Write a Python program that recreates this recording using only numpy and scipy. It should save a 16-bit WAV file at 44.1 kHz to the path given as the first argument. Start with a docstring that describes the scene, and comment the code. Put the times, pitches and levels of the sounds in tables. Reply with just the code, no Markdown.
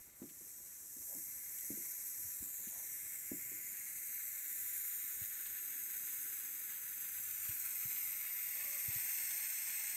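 """A TIG arc hisses on a steel bench in a workshop: turbulent plasma and shield gas with a slight mains
flutter, a few spits, gas singing in the torch cup and the thin whine of the inverter. The microphone is
carried from behind the welder up to the work, with soft steps, bumps, scuffs and one faint squeak.
The hiss opens up as the torch comes into view, and its echo off the bench sweeps a comb through it.
Room rumble and the welder's fan lie underneath."""
import sys
import numpy as np
from scipy import signal
from scipy.fft import rfft, irfft, next_fast_len
from scipy.io import wavfile
from scipy.ndimage import uniform_filter1d

SR = 44100
rng = np.random.default_rng(int(sys.argv[2]) if len(sys.argv) > 2 else 0)


def wrap_up_sound(samples):
    """Save the sound to the file named by the first command line argument, as 16-bit audio."""
    columns = np.atleast_2d(samples).T
    # keep every value between -1 and 1, then stretch to whole-number steps
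    tamed = np.clip(columns, -1, 1)
    steps = np.round(tamed * 32767).astype(np.int16)
    wavfile.write(sys.argv[1], SR, steps)


N = 439224
TIME = np.arange(N) / SR
RIPPLE_HZ = 100   # twice the mains frequency

# microphone behind the welder, above the bench, close to the torch, right over it:
# bench echo lag/ms, sizzle level/dB, top hiss level/dB
PLACEMENTS = [(.36, -51.5, -50), (.57, -52, -47), (.88, -49, -42), (.976, -48.5, -45.5)]
# how hard the arc burns, with a deep dip at first: t/s, gain/dB
ARC_BURN = [(0, -3.5), (.14, -10), (.21, -4.5), (.45, .5), (1.15, 0.9), (1.42, -2.5), (1.62, 0.9),
            (2.4, 0.5), (3.8, -0.5), (4.8, 2), (5.55, -0.6), (6.18, 0.5), (6.8, -2.5), (7.45, 0.8),
            (8.05, -0.1), (8.25, -3.2), (9.2, 1.6), (9.96, 0.5)]
# the welder screens the torch at first; rows for rush, sizzle, top hiss: half in view t/s, loss/dB
SCREENING = [(1.24, 7), (1, 5.5), (1, 9)]
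# hollow knocks: t/s, relative level/dB, f/Hz, send to the room/dB
HOLLOW_KNOCKS = [(0.218, -37.5, 262, -15.5), (.238, -42.5, 294, -28), (0.409, -58.5, 392, -7.5),
                 (0.966, -51.5, 270, -14), (1.151, -51.5, 290, -5.5), (1.703, -36, 298, -12),
                 (1.774, -47, 348, -16), (2.424, -45.5, 267, -23), (2.671, -46, 229, -25),
                 (3.316, -32.5, 298, -16.5), (3.516, -53, 353, -9.5)]
# soft footfalls: t/s, relative level/dB, f/Hz
FOOTFALLS = [(2.402, -46, 73), (5.214, -44.5, 108), (7.489, -42.5, 101), (7.852, -46.5, 130),
             (8.882, -39.5, 114), (8.957, -44.5, 115)]


def arc(split_hz=10000, grain_db=0.84, unrest_db=0.5):
    """Turbulent plasma and shield gas: a low rush and a bright hiss share one restless, grainy flame."""
    # arc colour from behind the welder, above the bench and close up: f/Hz, relative density/dB
    rush_behind = [(850, -24), (1150, -24), (1450, -17.5), (1800, -10), (2150, -12.5), (2600, -17.5),
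                   (3100, -29), (4000, -19.5), (4600, -27), (5000, -39)]
    rush_above = [(850, -25), (1150, -27), (1450, -15.5), (1800, -10), (2150, -11), (2600, -13),
                  (3100, -24), (4000, -18), (4600, -25.5), (5000, -27.5)]
    rush_close = [(850, -22.5), (1150, -25), (1450, -11), (1800, -9), (2150, -8), (2600, -7), (3100, -21.5),
                  (4000, -16.5), (4600, -20.5), (5000, -20)]
    hiss_behind = [(5000, -24), (5500, -13.5), (6200, -5.5), (7200, -0.5), (8300, -1.5), (9400, -10),
                   (10200, -11.5), (11000, -6.5), (12000, -2), (13200, -1.5), (14400, -10), (15700, -15)]
    hiss_above = [(5000, -23.5), (5500, -21), (6200, -9), (7200, -5.5), (8300, -5.5), (9400, -13),
                  (10200, -20), (11000, -8.5), (12000, -11), (13200, -2), (14400, -7), (15700, -14)]
    hiss_close = [(5000, -15), (5500, -19), (6200, -4.5), (7200, -7.5), (8300, 0), (9400, -10.5),
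                  (10200, -20.5), (11000, -11.5), (12000, -6), (13200, 4), (14400, -2.3), (15700, -11)]
    # reflections from plate and workpiece: multiple of the echo lag, further delay/ms, gain
    bench_paths = [(1, 0, .26), (.981, .187, .13), (.864, .141, -.095), (1.237, -.013, .08),
                   (1.015, -.177, -.075), (.41, .131, -.08), (1.682, -.212, -.06)]
    rush = on_the_walk([rush_behind, rush_above, rush_close, rush_close], skirt_db=7.5)
    hiss = on_the_walk([hiss_behind, hiss_above, hiss_close, hiss_close], skirt_db=102)
    rush = evened(off_the_shelves(off_the_bench(rush, bench_paths), gain=0.21, sway_ms=0.507))
    hiss = off_the_shelves(off_the_bench(hiss, bench_paths), gain=0.2, sway_ms=0.209)
    sizzle = evened(band(hiss, split_hz, "low", order=8))
    top = evened(band(hiss, split_hz, "high", order=8))
    rush_db, sizzle_db, top_db = arc_levels()
    flame = from_db(grain_db * drift(410) + unrest_db * drift(43))
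    return flame * (rush * from_db(rush_db + 1.1 * drift(17))
                    + sizzle * from_db(sizzle_db) * flutter(depth=0.069, sharp=0.15)
                    + top * from_db(top_db) * flutter(depth=0.096, sharp=0.41))


def arc_levels(rush_base_db=-69, rush_db_per_ms=15, rush_follows=0.3):
    """Rush, sizzle and top hiss in dB, set by microphone position, burn and the welder in the way."""
    burn_db = in_time(ARC_BURN)
    _, sizzle_db, top_db = np.transpose(PLACEMENTS)
    rush_db = rush_base_db + rush_db_per_ms * echo_lag() + rush_follows * burn_db
    in_view = rush_db, at_place(sizzle_db) + burn_db, at_place(top_db) + burn_db
    return [db - screened(*screen) for db, screen in zip(in_view, SCREENING)]


def flutter(depth, sharp):
    """The arc current ripples at twice the mains frequency, now more and now less."""
    phase = 2 * np.pi * RIPPLE_HZ * TIME
    return 1 + depth * (1 + drift(10)) * (np.cos(phase) + sharp * np.cos(2 * phase))


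def screened(s, loss_db, emerge_s=0.071):
    """The welder's shadow in dB, which fades as the torch comes into view."""
    return loss_db * .5 * (1 - np.tanh(.5 * (TIME - s) / emerge_s))


def echo_lag():
    """The lag of the bench echo at the microphone in ms, at every sample."""
    # the walk up to the work: t/s, lag/ms
    walk = [(0, .19), (2.3, .181), (3, .363), (4, .454), (4.5, .538), (5.6, .612), (7.2, .642), (7.8, .768),
            (8.5, .886), (9.2, .954), (9.96, .976)]
    return in_time(walk)


def at_place(values):
    """Pass between values, one for each microphone placement, as the walk goes on."""
    return np.interp(echo_lag(), [row[0] for row in PLACEMENTS], values)


def on_the_walk(colours, skirt_db):
    """Noise whose colour passes from one microphone placement to the next."""
    return sum(np.sqrt(at_place(share)) * noise(colour, skirt_db)
               for share, colour in zip(np.eye(len(colours)), colours))


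def off_the_bench(x, paths):
    """The reflected paths grow as the microphone rises over the plate, so the comb slides down."""
    lag_ms = echo_lag()
    return x + echoes(x, [(times * lag_ms + more_ms, gain) for times, more_ms, gain in paths])


def off_the_shelves(x, gain, sway_ms, count=8):
    """Weak echoes off near walls and shelves ripple the spectrum and shift as the microphone sways."""
    sways = drift(0.4), drift(0.42)
    delays_ms = rng.uniform(1.5, 18, count)
    paths = [(ms + sway_ms * sways[k % 2] * rng.uniform(-0.958, 1), gain * (-1) ** k)
             for k, ms in enumerate(delays_ms)]
    return x + echoes(x, paths)


def hiss_peaks():
    """Narrow bright peaks in the hiss, heard close to the work."""
    # f/Hz, width/Hz, level right over the torch/dB re the sizzle
    peaks = [(3470, 96, -25), (4200, 260, -22), (5430, 100, -13), (6050, 68, -15.5), (8220, 220, -4.5),
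             (10800, 80, -18), (12020, 120, -14)]
    _, sizzle_db, _ = arc_levels()
    closeness = at_place([0, 0, .7, 1])
    return closeness * from_db(sizzle_db) * narrow_bands(peaks)


def torch_singing(cup_hz=2138, cup_width_hz=103):
    """Gas sings in the torch cup, on and off."""
    # strength of the cup's note: t/s, level/dB re the rush
    strength = [(0, -1), (.9, -20), (1.15, -3), (1.9, -1), (2.55, -17), (2.9, -1.5), (3.6, 0.5),
                (4.8, -5.5), (7.5, -8.5), (8.1, -1.5), (9.96, -3.5)]
    rush_db, _, _ = arc_levels()
    return from_db(rush_db + in_time(strength)) * ringing(cup_hz, cup_width_hz)


def inverter_whine(waver_db=1.2, follows_burn=0.76):
    """Switching makes thin tones; the ripple gives them sidebands, their echo makes them swell and fade."""
    # the switching tones: f/Hz
    tones_hz = (6105, 9022.5, 12317, 13227)
    # for each tone in turn: relative level/dB, pitch wander/Hz
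    partials = [(-16.5, 2.5), (-11.5, 4.4), (3, 1.3), (-9, 4.7)]
    # the whine's slow course: t/s, base level/dB
    course = [(0, -54.5), (.8, -57), (1.9, -57.5), (3.8, -56.5), (4.6, -55), (5.3, -54.5), (6.1, -55),
              (7.7, -56.5), (8.1, -50.5), (9.1, -52.5), (9.6, -58)]
    # the microphone walks through this echo's standing wave: multiple of the lag, further delay/ms, gain
    reflection = [(1.07, -.0306, .33)]
    level_db = in_time(course) + follows_burn * in_time(ARC_BURN) - screened(*SCREENING[-1])
    ripple_bend = 0.31 * np.sin(2 * np.pi * RIPPLE_HZ * TIME)
    tones = 0
    for hz, (tone_db, wander_hz) in zip(tones_hz, partials):
        phase = 2 * np.pi * np.cumsum(hz + wander_hz * drift(15)) / SR + ripple_bend
        tones = tones + from_db(tone_db + waver_db * drift(10)) * np.sin(phase)
    at_microphone = np.sqrt(2) * off_the_bench(tones, reflection)
    return at_microphone * from_db(level_db) * flutter(depth=0.056, sharp=0.35)


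def spits(t60=0.099, gain_db=-12):
    """Short crackles from the weld pool."""
    # t/s, relative level/dB
    crackles = [(0.292, -51), (1.584, -51), (2.681, -48), (5.457, -42), (7.486, -45), (7.962, -40),
                (9.306, -40)]
    bursts = sum(from_db(db + gain_db) * dying(s, t60) for s, db in crackles)
    return bursts * band_noise(1500, 4500)


def bumps(rise_cycles=0.48, room_t60=0.22, thud_db=6, boom_db=-5, clack_db=-27, step_send_db=-27.5):
    """Each knock or step is a few dull cycles, followed by the boom of the room; knocks also clack."""
    # the workshop's resonances: f/Hz, width/Hz, relative level/dB
    room_modes = [(154, 66, -2.5), (212, 31, -2), (287, 49, 2.5), (345, 50, 0.5), (570, 250, -14.5)]
    knock_t60, step_t60, clack_t60 = 0.025, 0.051, 0.069
    blows = [(*knock, knock_t60) for knock in HOLLOW_KNOCKS]
    blows += [(*step, step_send_db, step_t60) for step in FOOTFALLS]
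    thuds, tails = 0, 0
    for s, db, hz, send_db, t60 in blows:
        cycles = np.maximum(TIME - s, 0) * hz
        sagging = cycles / (1 + 0.019 * np.minimum(cycles, 10))   # the pitch sinks as the contact relaxes
        envelope = dying(s, t60) * (1 - np.exp(-cycles / rise_cycles))
        thuds = thuds + from_db(db + thud_db) * envelope * np.sin(2 * np.pi * sagging)
        tails = tails + from_db(db + send_db + boom_db) * dying(s + 0.0087, room_t60)
    boom = tails * narrow_bands(room_modes)
    clacks = sum(from_db(db + clack_db) * dying(s, clack_t60) for s, db, _, _ in HOLLOW_KNOCKS)
    return band(thuds, [50, 1000], "band") + clacks * band_noise(450, 800, order=3) + boom


def scuffs():
    """Brief dull rubbing as someone moves about."""
    # t/s, level/dB, swell width/s, centre f/Hz
    rubs = [(1.131, -66.5, 0.034, 620), (1.146, -82, 0.41, 100), (2.253, -63.5, 0.031, 86),
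            (2.776, -68, 0.046, 790), (3.035, -68, 0.018, 78), (3.4, -75, 0.18, 135),
            (6.147, -76.5, 0.48, 314), (7.3, -75, 0.23, 88), (8.568, -69, 0.018, 664)]
    return sum(from_db(db) * swell(s, width_s) * band_noise(hz / 1.45, hz * 1.26)
               for s, db, width_s, hz in rubs)


def squeak():
    """A faint squeak: two rough tones swell and fade together."""
    # f/Hz, width/Hz, level/dB
    tones = [(574, 17, -71), (1150, 30, -69)]
    return swell(s=8.72, width_s=0.1) * narrow_bands(tones)


def room_rumble(rest_db=-75.5, stir_db=2, stir_s=0.22, patchy_db=2.1):
    """Low workshop room tone, a little louder round each knock or step."""
    # f/Hz, relative density/dB
    room_colour = [(15, -45), (25, -10), (60, 2.5), (172, -1.5), (289, -1.5), (356, -1.5), (440, -7),
                   (500, -6.5), (800, -12), (1200, -12), (1560, -10), (2640, -120)]
    moving = np.minimum(sum(swell(blow[0], stir_s) for blow in HOLLOW_KNOCKS + FOOTFALLS), 1)
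    rumble = band(noise(room_colour), 36, "high", order=3)
    return rumble * from_db(rest_db + stir_db * moving + patchy_db * drift(24))


def welder_fan(hz=285.5, hum_db=-92.5, overtone_db=-93.5, air_db=-82):
    """The cooling fan gives a wavering hum with two overtones, and a breath of air."""
    phase = 2 * np.pi * np.cumsum(hz + 2.39 * drift(6.7)) / SR
    hum = from_db(hum_db + 3 * drift(2)) * np.sin(phase)
    overtones = from_db(overtone_db) * (np.sin(2 * phase) + .9 * np.sin(4 * phase))
    return np.sqrt(2) * (hum + overtones) + from_db(air_db) * band_noise(2500, 5000)


def from_db(db):
    """Decibels to gain."""
    return 10 ** (np.asarray(db) / 20)


def rms_one(x):
    """Scale to rms 1."""
    return x / np.sqrt(np.mean(x ** 2) + 1e-20)


def evened(x):
    """Hold the slow level at rms 1."""
    return x / np.sqrt(uniform_filter1d(x * x, size=8000) + 1e-12)


def in_time(rows):
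    """A curve of (t/s, value) at every sample."""
    return np.interp(TIME, *np.transpose(rows))


def dying(start, t60):
    """An envelope that starts at 1 and falls 60 dB in t60 seconds."""
    age = TIME - start
    return (age >= 0) * from_db(-60 * np.clip(age / t60, 0, 3))


def swell(s, width_s):
    """A bell-shaped envelope of height 1."""
    return np.exp(-.5 * np.minimum(((TIME - s) / width_s) ** 2, 100))


def band(x, hz, kind, order=2):
    """Butterworth filter."""
    return signal.sosfilt(signal.butter(order, hz, kind, fs=SR, output="sos"), x + 1e-18)


def band_noise(low_hz, high_hz, order=2):
    """A band of noise, rms 1."""
    return rms_one(band(rng.standard_normal(N), [low_hz, high_hz], "band", order))


def drift(rate_hz):
    """Random wander, mostly below rate_hz, rms 1."""
    hz = np.fft.rfftfreq(N, 1 / SR)
    return rms_one(irfft(rfft(rng.standard_normal(N)) / (1 + (hz / rate_hz) ** 2), N))


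def noise(spectrum, skirt_db=60):
    """Noise of a given colour, rms 1; below the first point it falls by skirt_db an octave."""
    size = next_fast_len(N)
    octave = np.log2(np.fft.rfftfreq(size, 1 / SR) + 1)
    hz, level_db = np.transpose(spectrum)
    shape_db = np.interp(octave, np.log2(hz), level_db, right=-np.inf)
    shape_db -= skirt_db * np.maximum(np.log2(hz[0]) - octave, 0)
    return rms_one(irfft(rfft(rng.standard_normal(size)) * from_db(shape_db), size)[:N])


def ringing(hz, width_hz):
    """Noise through one narrow resonant filter, rms 1."""
    radius, angle = np.exp(-np.pi * width_hz / SR), 2 * np.pi * hz / SR
    rung = signal.lfilter([1, 0, -1], [1, -2 * radius * np.cos(angle), radius ** 2], rng.standard_normal(N))
    return rms_one(band(rung, [hz / 1.163, hz * 1.186], "band"))


def narrow_bands(rows):
    """Ringing noise for each (f/Hz, width/Hz, level/dB), summed."""
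    return sum(from_db(db) * ringing(hz, width_hz) for hz, width_hz, db in rows)


def echoes(x, paths):
    """The sum of delayed copies, one for each (delay/ms, gain); the delays may move."""
    fine = signal.resample_poly(x, 4, 1)
    index = np.arange(len(fine))
    return sum(gain * np.interp((TIME - ms / 1000) * SR * 4, index, fine) for ms, gain in paths)


def scene():
    """One carried microphone, the same in both channels."""
    welding = arc() + hiss_peaks() + torch_singing() + inverter_whine() + spits()
    movement = bumps() + scuffs() + squeak()
    return np.tile(welding + movement + room_rumble() + welder_fan(), (2, 1))


def record(dry, cutoff_hz=15800):
    """The top is cut steeply."""
    return signal.sosfilt(signal.ellip(12, .1, 80, cutoff_hz, fs=SR, output="sos"), dry)


dry = scene()
out = record(dry)
wrap_up_sound(out)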